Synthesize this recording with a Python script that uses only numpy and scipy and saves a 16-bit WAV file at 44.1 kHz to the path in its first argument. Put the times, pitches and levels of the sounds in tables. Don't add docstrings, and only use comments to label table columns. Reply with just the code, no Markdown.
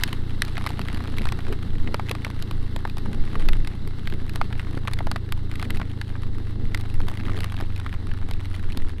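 import sys
import numpy as np
from scipy import signal
from scipy.fft import rfft, irfft
from scipy.io import wavfile
from scipy.ndimage import uniform_filter1d, minimum_filter1d

SR = 44100
rng = np.random.default_rng(int(sys.argv[2]) if len(sys.argv) > 2 else 0)


def voltage_ratio(decibels):
    exponent = np.asarray(decibels, float) / 20
    return 10 ** exponent


def log_audio(samples):
    frames = np.atleast_2d(samples).T
    limited = np.clip(frames, -1, 1)
    pcm = np.round(limited * 32767).astype(np.int16)
    wavfile.write(sys.argv[1], SR, pcm)


N = 396900
TIME_S = np.arange(N) / SR


def unit_rms(x):
    return x / np.sqrt(np.mean(x ** 2) + 1e-20)


def read_spectrum(points, hz):
    point_hz, value = np.transpose(points)
    return np.interp(np.log(hz + 1), np.log(point_hz + 1), value)


def curves(rows):
    start_s, *columns = np.transpose(rows)
    return [np.interp(TIME_S, start_s, column) for column in columns]


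def humps(rows):
    return sum(voltage_ratio(level_db) * np.exp(-(2 * (TIME_S - centre_s) / length_s) ** 2)
               for centre_s, length_s, level_db in rows)


def white():
    return rng.standard_normal(N)


def drift(hz):
    knots = rng.standard_normal(4000)
    return np.interp(TIME_S * hz, np.arange(4000), knots)


def coloured(x, points):
    gain = voltage_ratio(read_spectrum(points, np.fft.rfftfreq(len(x), 1 / SR)))
    return irfft(rfft(x) * gain, len(x))


def response(points, size=8192):
    level_db = read_spectrum(points, abs(np.fft.fftfreq(size, 1 / SR)))
    log_gain = np.log(voltage_ratio(np.maximum(level_db, -120)))
    return np.fft.ifft(np.exp(np.conj(signal.hilbert(log_gain)))).real[:size // 2]


def band(x, lo_hz, hi_hz):
    return signal.sosfilt(signal.butter(3, [lo_hz, hi_hz], "band", fs=SR, output="sos"), x)


def burst(noise, t60_s):
    return noise * voltage_ratio(-60 * np.arange(len(noise)) / SR / t60_s)


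def add(mix, start_s, sound):
    part = mix[round(start_s * SR):][:len(sound)]
    part += sound[:len(part)]


# start_s, firing_hz, level_db
ENGINE = [(0.0, 29.07, -33.5), (0.2, 29.74, -31), (0.93, 29.32, -32), (1.23, 29.67, -31),
          (1.75, 27.94, -31), (3.1, 28.25, -32), (3.27, 29.13, -33.5), (3.52, 28.64, -36),
          (3.88, 29.78, -33), (4.99, 27.91, -30), (6.29, 26.96, -31), (6.47, 26.24, -31),
          (6.84, 26.2, -29.5), (7.09, 24.99, -31), (7.5, 24.82, -29), (8.0, 23.7, -31.5),
          (8.57, 22.91, -30.5), (9.0, 20.84, -34)]
ORDER_DB = [0, 0, 0, 0, -8, -16, -15, -17]
# freq_hz, gain_db
PIPE = [(25, -2.5), (48, -22), (58, -1), (74, -3), (90, 2.5), (115, 0), (127, -2.5), (146, -1), (200, -4.5)]


def engine():
    firing_hz, level_db = curves(ENGINE)
    turns = np.cumsum(firing_hz * (1 + 0.0052 * drift(12))) / SR + 0.303
    gains = [voltage_ratio(db + read_spectrum(PIPE, (k + 1) * firing_hz)) for k, db in enumerate(ORDER_DB)]
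    thump = np.zeros(N)
    for k, gain in enumerate(gains):
        waver = voltage_ratio(1.54 * drift(9))
        thump += gain * waver * np.cos(2 * np.pi * (k + 1) * turns - 0.202 * k * k)
    lift_s, lift_length_s, lift_db = 3.49, 0.09, -12
    level_db = level_db + lift_db * np.exp(-(2 * (TIME_S - lift_s) / lift_length_s) ** 2)
    return voltage_ratio(level_db + 2.5) * thump / np.hypot(gains[2], gains[3]), turns


# freq_hz, density_db_per_hz
BUFFET = [(2, 0), (5, 1), (11, 6), (16, 9.5), (25, -7.5), (40, -16.5), (70, -20.5), (130, -22.5),
          (200, -89), (500, -140)]
# centre_s, length_s, level_db
SWELLS = [(.3, 0.75, -27.5), (.95, 0.12, -23), (1.25, 0.2, -17.5), (1.5, .11, -21), (1.8, 0.28, -18.5),
          (2.58, 0.39, -23), (3.05, .3, -25.5), (3.22, 0.091, -16.5), (3.5, 0.26, -12), (4.25, 1.15, -25),
          (5.02, 0.17, -22), (5.4, 0.39, -26), (5.79, 0.12, -18.5), (6.3, 0.27, -22), (6.68, 0.27, -22),
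          (7.01, 0.19, -16), (7.31, 0.11, -20.5), (7.65, 0.58, -27), (8.25, 0.43, -24), (8.78, 0.29, -18)]
# freq_hz, density_db_per_hz
ROAR = [(88, -73), (150, -2), (275, -4.5), (434, -13), (650, -29.5), (840, -25), (1430, -120)]
# centre_s, length_s, level_db
SURGES = [
    (.9, .5, -52),
    (3.12, .15, -38),
    (3.39, 0.19, -39),
    (5.73, 0.25, -45),
    (6.61, 0.099, -45),
    (7.3, .1, -36.5),
]
# centre_s, length_s, level_db
GUSTS = [
    (1.205, 0.026, -32.5),
    (1.51, 0.07, -32),
    (3.14, 0.051, -42),
    (3.36, 0.073, -48),
    (7.38, 0.036, -36),
    (1.9, 0.046, -37),
    (4.14, .05, -41),
]


def wind(turns):
    calm_db, roar_db, roar_db_per_s, roar_follows = -32.5, -38, -0.3947, 0.095
    swell = voltage_ratio(calm_db) + humps(SWELLS)
    buffet = unit_rms(coloured(white(), BUFFET))
    buffet /= np.sqrt(uniform_filter1d(buffet ** 2, 9000) + 0.051)
    roar_level = voltage_ratio(roar_db + roar_db_per_s * TIME_S) * (swell / voltage_ratio(-25.5)) ** roar_follows
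    roar_level = roar_level + humps(SURGES)
    throb = 1 + 0.43 * np.exp(-(turns % 1) / 0.079)
    roar = unit_rms(coloured(white() * throb * voltage_ratio(1.97 * drift(45)), ROAR))
    rattle = unit_rms(band(white(), 152, 460))
    return swell * unit_rms(buffet) + roar_level * roar + humps(GUSTS) * rattle


# start_s, level_db
SHOWER = [(0.0, -36.5), (0.2, -53), (0.32, -50), (0.8, -44), (1.48, -50), (2.4, -52), (2.76, -55),
          (3.28, -49), (4.09, -53), (4.59, -50), (5.34, -60), (5.54, -48), (5.71, -46), (5.91, -54),
          (6.47, -54), (7.42, -46.5), (7.6, -50.5), (9.0, -51)]
# freq_hz, density_db_per_hz
SPRAY = [(320, -52), (600, -8.5), (900, 2.5), (2150, 1.5), (2400, -25), (2650, -1), (3100, -4), (3900, 2),
         (5400, -12.5), (6800, -22), (8000, -17), (10000, -19.5), (14500, -24), (16000, -56)]
# freq_hz, density_db_per_hz
SHELL = [(290, -35), (600, 1), (1200, 4), (2050, 1), (3900, -6.5), (6500, -22.5), (9500, -18.5),
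         (14000, -35), (16000, -30)]
# centre_s, length_s, level_db
SPLASHES = [
    (.011, 0.0062, -29.5),
    (0.487, .015, -37),
    (1.51, 0.09, -41),
    (3.415, 0.063, -45),
    (3.71, 0.046, -45),
    (7.43, 0.041, -54),
]


def spray(shower_db):
    level_db = -49.5 - 0.59 * TIME_S + 0.31 * (shower_db - shower_db.mean())
    flicker_db = 1.4 * drift(40) + 0.8 * drift(300)
    hiss = unit_rms(coloured(white() * voltage_ratio(flicker_db), SPRAY))
    gush = unit_rms(coloured(white() * voltage_ratio(8.9 * drift(250)), SHELL))
    return voltage_ratio(level_db) * hiss + humps(SPLASHES) * gush


def small_drops(shower_db):
    drops_per_s, patches = 200, 16
    size = voltage_ratio(6.6 * np.minimum(rng.exponential(1, N), 2.6)) * (rng.random(N) < drops_per_s / SR)
    patch = rng.integers(0, patches, N)
    shell = response(SHELL)[:600]
    ticks = np.zeros(N)
    for k in range(patches):
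        tilt = [(500, 0), (16000, rng.uniform(-18, 14))]
        tick = np.convolve(burst(rng.standard_normal(900), 0.008), shell)
        ticks += signal.oaconvolve(size * (patch == k), unit_rms(coloured(tick, tilt)))[:N]
    return voltage_ratio(shower_db) * unit_rms(ticks)


def rain():
    shower_db, = curves(SHOWER)
    return spray(shower_db) + small_drops(shower_db)


def strike(noise, peak_db, ring_hz, splash_db, crack_db):
    t = np.arange(noise.shape[1]) / SR
    ring = np.sin(2 * np.pi * ring_hz * t) * voltage_ratio(-60 * t / 0.013)
    parts = [band(burst(noise[0], 0.014), 0.52 * ring_hz, 1.695 * ring_hz),
             band(burst(noise[3], 0.028), 602, np.clip(2 * ring_hz, 900, 2700)),
             band(burst(noise[1], 0.012), 1970, 4700),
             band(burst(noise[2], 0.0096), 7370, 12680)]
    knock, tail, splash, crack = (part / abs(part).max() for part in parts)
    body = 0.71 * ring + 0.54 * knock + 0.42 * tail
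    return voltage_ratio(peak_db) * (body + voltage_ratio(splash_db - 1.55) * splash + voltage_ratio(crack_db) * crack)


# start_s, peak_db, sharpness_db
ON_BACK = [(1.9435, -9.5, -8.5), (1.996, -17, -14.5), (2.7624, -18.5, -4.5), (2.8516, -14, -14),
           (3.0589, -26, -9.5), (5.006, -18.5, -24), (5.0698, -18.5, -7.5), (7.003, -22.5, -10),
           (8.3108, -26.5, 1), (.704, -24, -6), (2.2664, -22.5, -12), (2.97, -26.5, -4), (6.8, -36, -2),
           (7.1147, -27, -6), (7.3883, -31, -1), (5.163, -24.5, -3.5), (4.53, -33, -4), (4.71, -38, 0.5),
           (5.376, -35, -3), (4.1, -39, 2), (4.851, -28, -8), (4.51, -33, -14)]
# start_s, peak_db, sharpness_db
ON_TOP = [(0.5794, -15.5, -5.5), (0.6639, -15.5, -2), (0.793, -22, -3), (1.2548, -22, -2),
          (1.3221, -20.5, -0.5), (2.1129, -15, 0), (2.5109, -24.5, -2.5), (2.9824, -29, 1.5),
          (4.3583, -22, 0), (4.7749, -23.5, -10.5), (5.16, -14, -10), (5.8151, -18.5, -16),
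          (7.0843, -24, -1.5), (7.443, -20, 0), (8.7731, -23, 2.5), (0.611, -25.5, -10),
          (2.3017, -29, -3.5), (3.875, -31.5, 1.5), (4.9138, -26, -10), (7.0979, -29, -3),
          (7.5217, -28.5, -0.5), (7.602, -27, -4), (7.7984, -30, -3), (7.94, -31, -6)]
# start_s, peak_db, sharpness_db
ON_SIDE = [(0.6911, -28, 1), (1.5257, -25.5, -0.5), (2.151, -21.5, -6.5), (3.3543, -17, -16.5),
           (4.4139, -9.5, -14), (4.8804, -14.5, -10), (5.1145, -17, -1), (5.3228, -23, 5),
           (5.5962, -25, -2.5), (5.6262, -18.5, -4.5), (5.7986, -22.5, -10), (7.2826, -23.5, -13),
           (7.2963, -24.5, -13), (7.6096, -22, -6), (1.005, -27, -8), (1.0393, -28.5, -4),
           (1.0556, -30, -9), (1.2703, -22, -8), (1.3895, -23, -9), (2.8747, -29, -4), (4.6692, -29.5, -12),
           (6.154, -27.5, -22), (7.3754, -29, -3), (7.5424, -26, -7), (7.8634, -20, -11.5),
           (8.2878, -27.5, -6), (6.234, -30.5, -6), (6.383, -34, -3)]
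# start_s, peak_db, sharpness_db
ON_DOOR = [(0.42, -12, 2), (0.45, -33.5, 5), (.9459, -27.5, 0), (1.1723, -26, -4), (4.2947, -24, -4.5),
           (6.014, -21, -3.5), (7.9275, -24.5, -10), (8.1149, -26, -14), (0.8753, -31, -4),
           (0.973, -30.5, -1), (3.1307, -26, -4), (3.6477, -27.5, -3), (4.1243, -25.5, -9),
           (4.5266, -24, -11), (7.2, -29, -10), (7.59, -29, -12), (8.5953, -34.5, -3), (8.8936, -31, -1),
           (7.703, -35, -12), (7.778, -35, 1), (3.3143, -34, -8), (5.29, -34.5, -5), (7.256, -32, -10),
           (7.195, -33, -12), (4.2, -35, -14), (4.97, -37, -14)]
# start_s, peak_db, sharpness_db
ON_RIM = [(.129, -18, -3.5), (.6708, -16, -6), (0.8849, -21, -6.5), (1.1838, -21, -0.5), (1.2181, -29, 0),
          (2.0868, -23, -12), (2.2476, -14, -7.5), (2.424, -24, 2.5), (3.4872, -13.5, -3),
          (3.5327, -22, -4.5), (3.6733, -22, -2), (4.0734, -20, -5.5), (4.5958, -22, -7),
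          (4.8744, -18.5, -6.5), (4.9345, -23, 3), (4.9886, -22, -5.5), (5.7045, -20, 0.5),
          (6.7465, -16.5, -4.5), (6.7746, -30, 1), (.5693, -19.5, -21), (1.8742, -24.5, -15),
          (4.138, -29, -4), (5.5143, -28.5, -1.5), (5.5559, -29.5, 0), (5.6526, -31, -6), (5.7501, -32, -3),
          (7.173, -26.5, -5), (7.4333, -23.5, -10), (8.4554, -30.5, -1), (8.5429, -28, -18)]
# start_s, peak_db, sharpness_db
ON_LENS = [(0.036, -12, 4), (0.815, -24, -4), (1.288, -22.5, -3.5), (2.0943, -22, -1), (7.405, -29, 5),
           (1.2411, -32, -3), (2.8978, -32, 0.5), (5.772, -29, -1.5), (7.5664, -30.5, -2),
           (7.7618, -29.5, -3.5), (9.3, -34, -2), (8.7216, -30.5, -1), (6.8103, -35, 6), (8.336, -32, 0),
           (2.4, -45, 5), (4.3358, -41, 4), (6.9, -32, -4), (1.194, -32, -5), (6.9419, -37.5, 5),
           (4.1, -34, -2)]
PATCH_HZ = [
    870,
    1106,
    1217,
    1700,
    2044,
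    2570,
]


def large_drops():
    out = np.zeros(N)
    for rows, ring_hz in zip([ON_BACK, ON_TOP, ON_SIDE, ON_DOOR, ON_RIM, ON_LENS], PATCH_HZ):
        for start_s, peak_db, sharpness_db in rows:
            noise = rng.standard_normal((4, 1500))
            crack_db = -8 + 1.28 * sharpness_db
            add(out, start_s, strike(noise, peak_db, ring_hz, sharpness_db, crack_db))
    return out


# start_s, peak_db, pitch_hz
KNOCKS = [
    (1.889, -14.5, 231),
    (2.11, -16.5, 460),
    (4.744, -19, 260.4),
    (4.772, -13.5, 272),
    (7.294, -20, 241.8),
    (7.624, -19.5, 349),
    (8.772, -19, 203.4),
]


def knocks():
    out = np.zeros(N)
    t = np.arange(1500) / SR
    for start_s, peak_db, pitch_hz in KNOCKS:
        add(out, start_s, voltage_ratio(peak_db - 60 * t / 0.014) * np.sin(2 * np.pi * pitch_hz * t))
    return out


def scene():
    thump, turns = engine()
    return (thump + wind(turns) + rain() + large_drops() + knocks())[None]


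# from_hz, share_of_time
EMPTIED = [(11500, .03), (12800, .14), (14000, .32), (15200, .88), (16000, .97), (16550, 1), (23000, 1)]


def empty_weak_bands(x):
    hz, _, z = signal.stft(x, SR, nperseg=1024)
    for (lo_hz, share), (hi_hz, _) in zip(EMPTIED, EMPTIED[1:]):
        rows = (hz >= lo_hz) & (hz < hi_hz)
        power = (abs(z[rows]) ** 2).sum(0)
        power /= np.sqrt(minimum_filter1d(power, 40) + 1e-20)
        z[rows] *= power > np.quantile(power, share)
    return signal.istft(z, SR, nperseg=1024)[1][None, :N]


def top_cut(x):
    return signal.sosfilt(signal.butter(12, 16450, fs=SR, output="sos"), x)


def record(dry):
    mix = empty_weak_bands(dry[0])
    return top_cut(mix)


dry = scene()
out = record(dry)
log_audio(out)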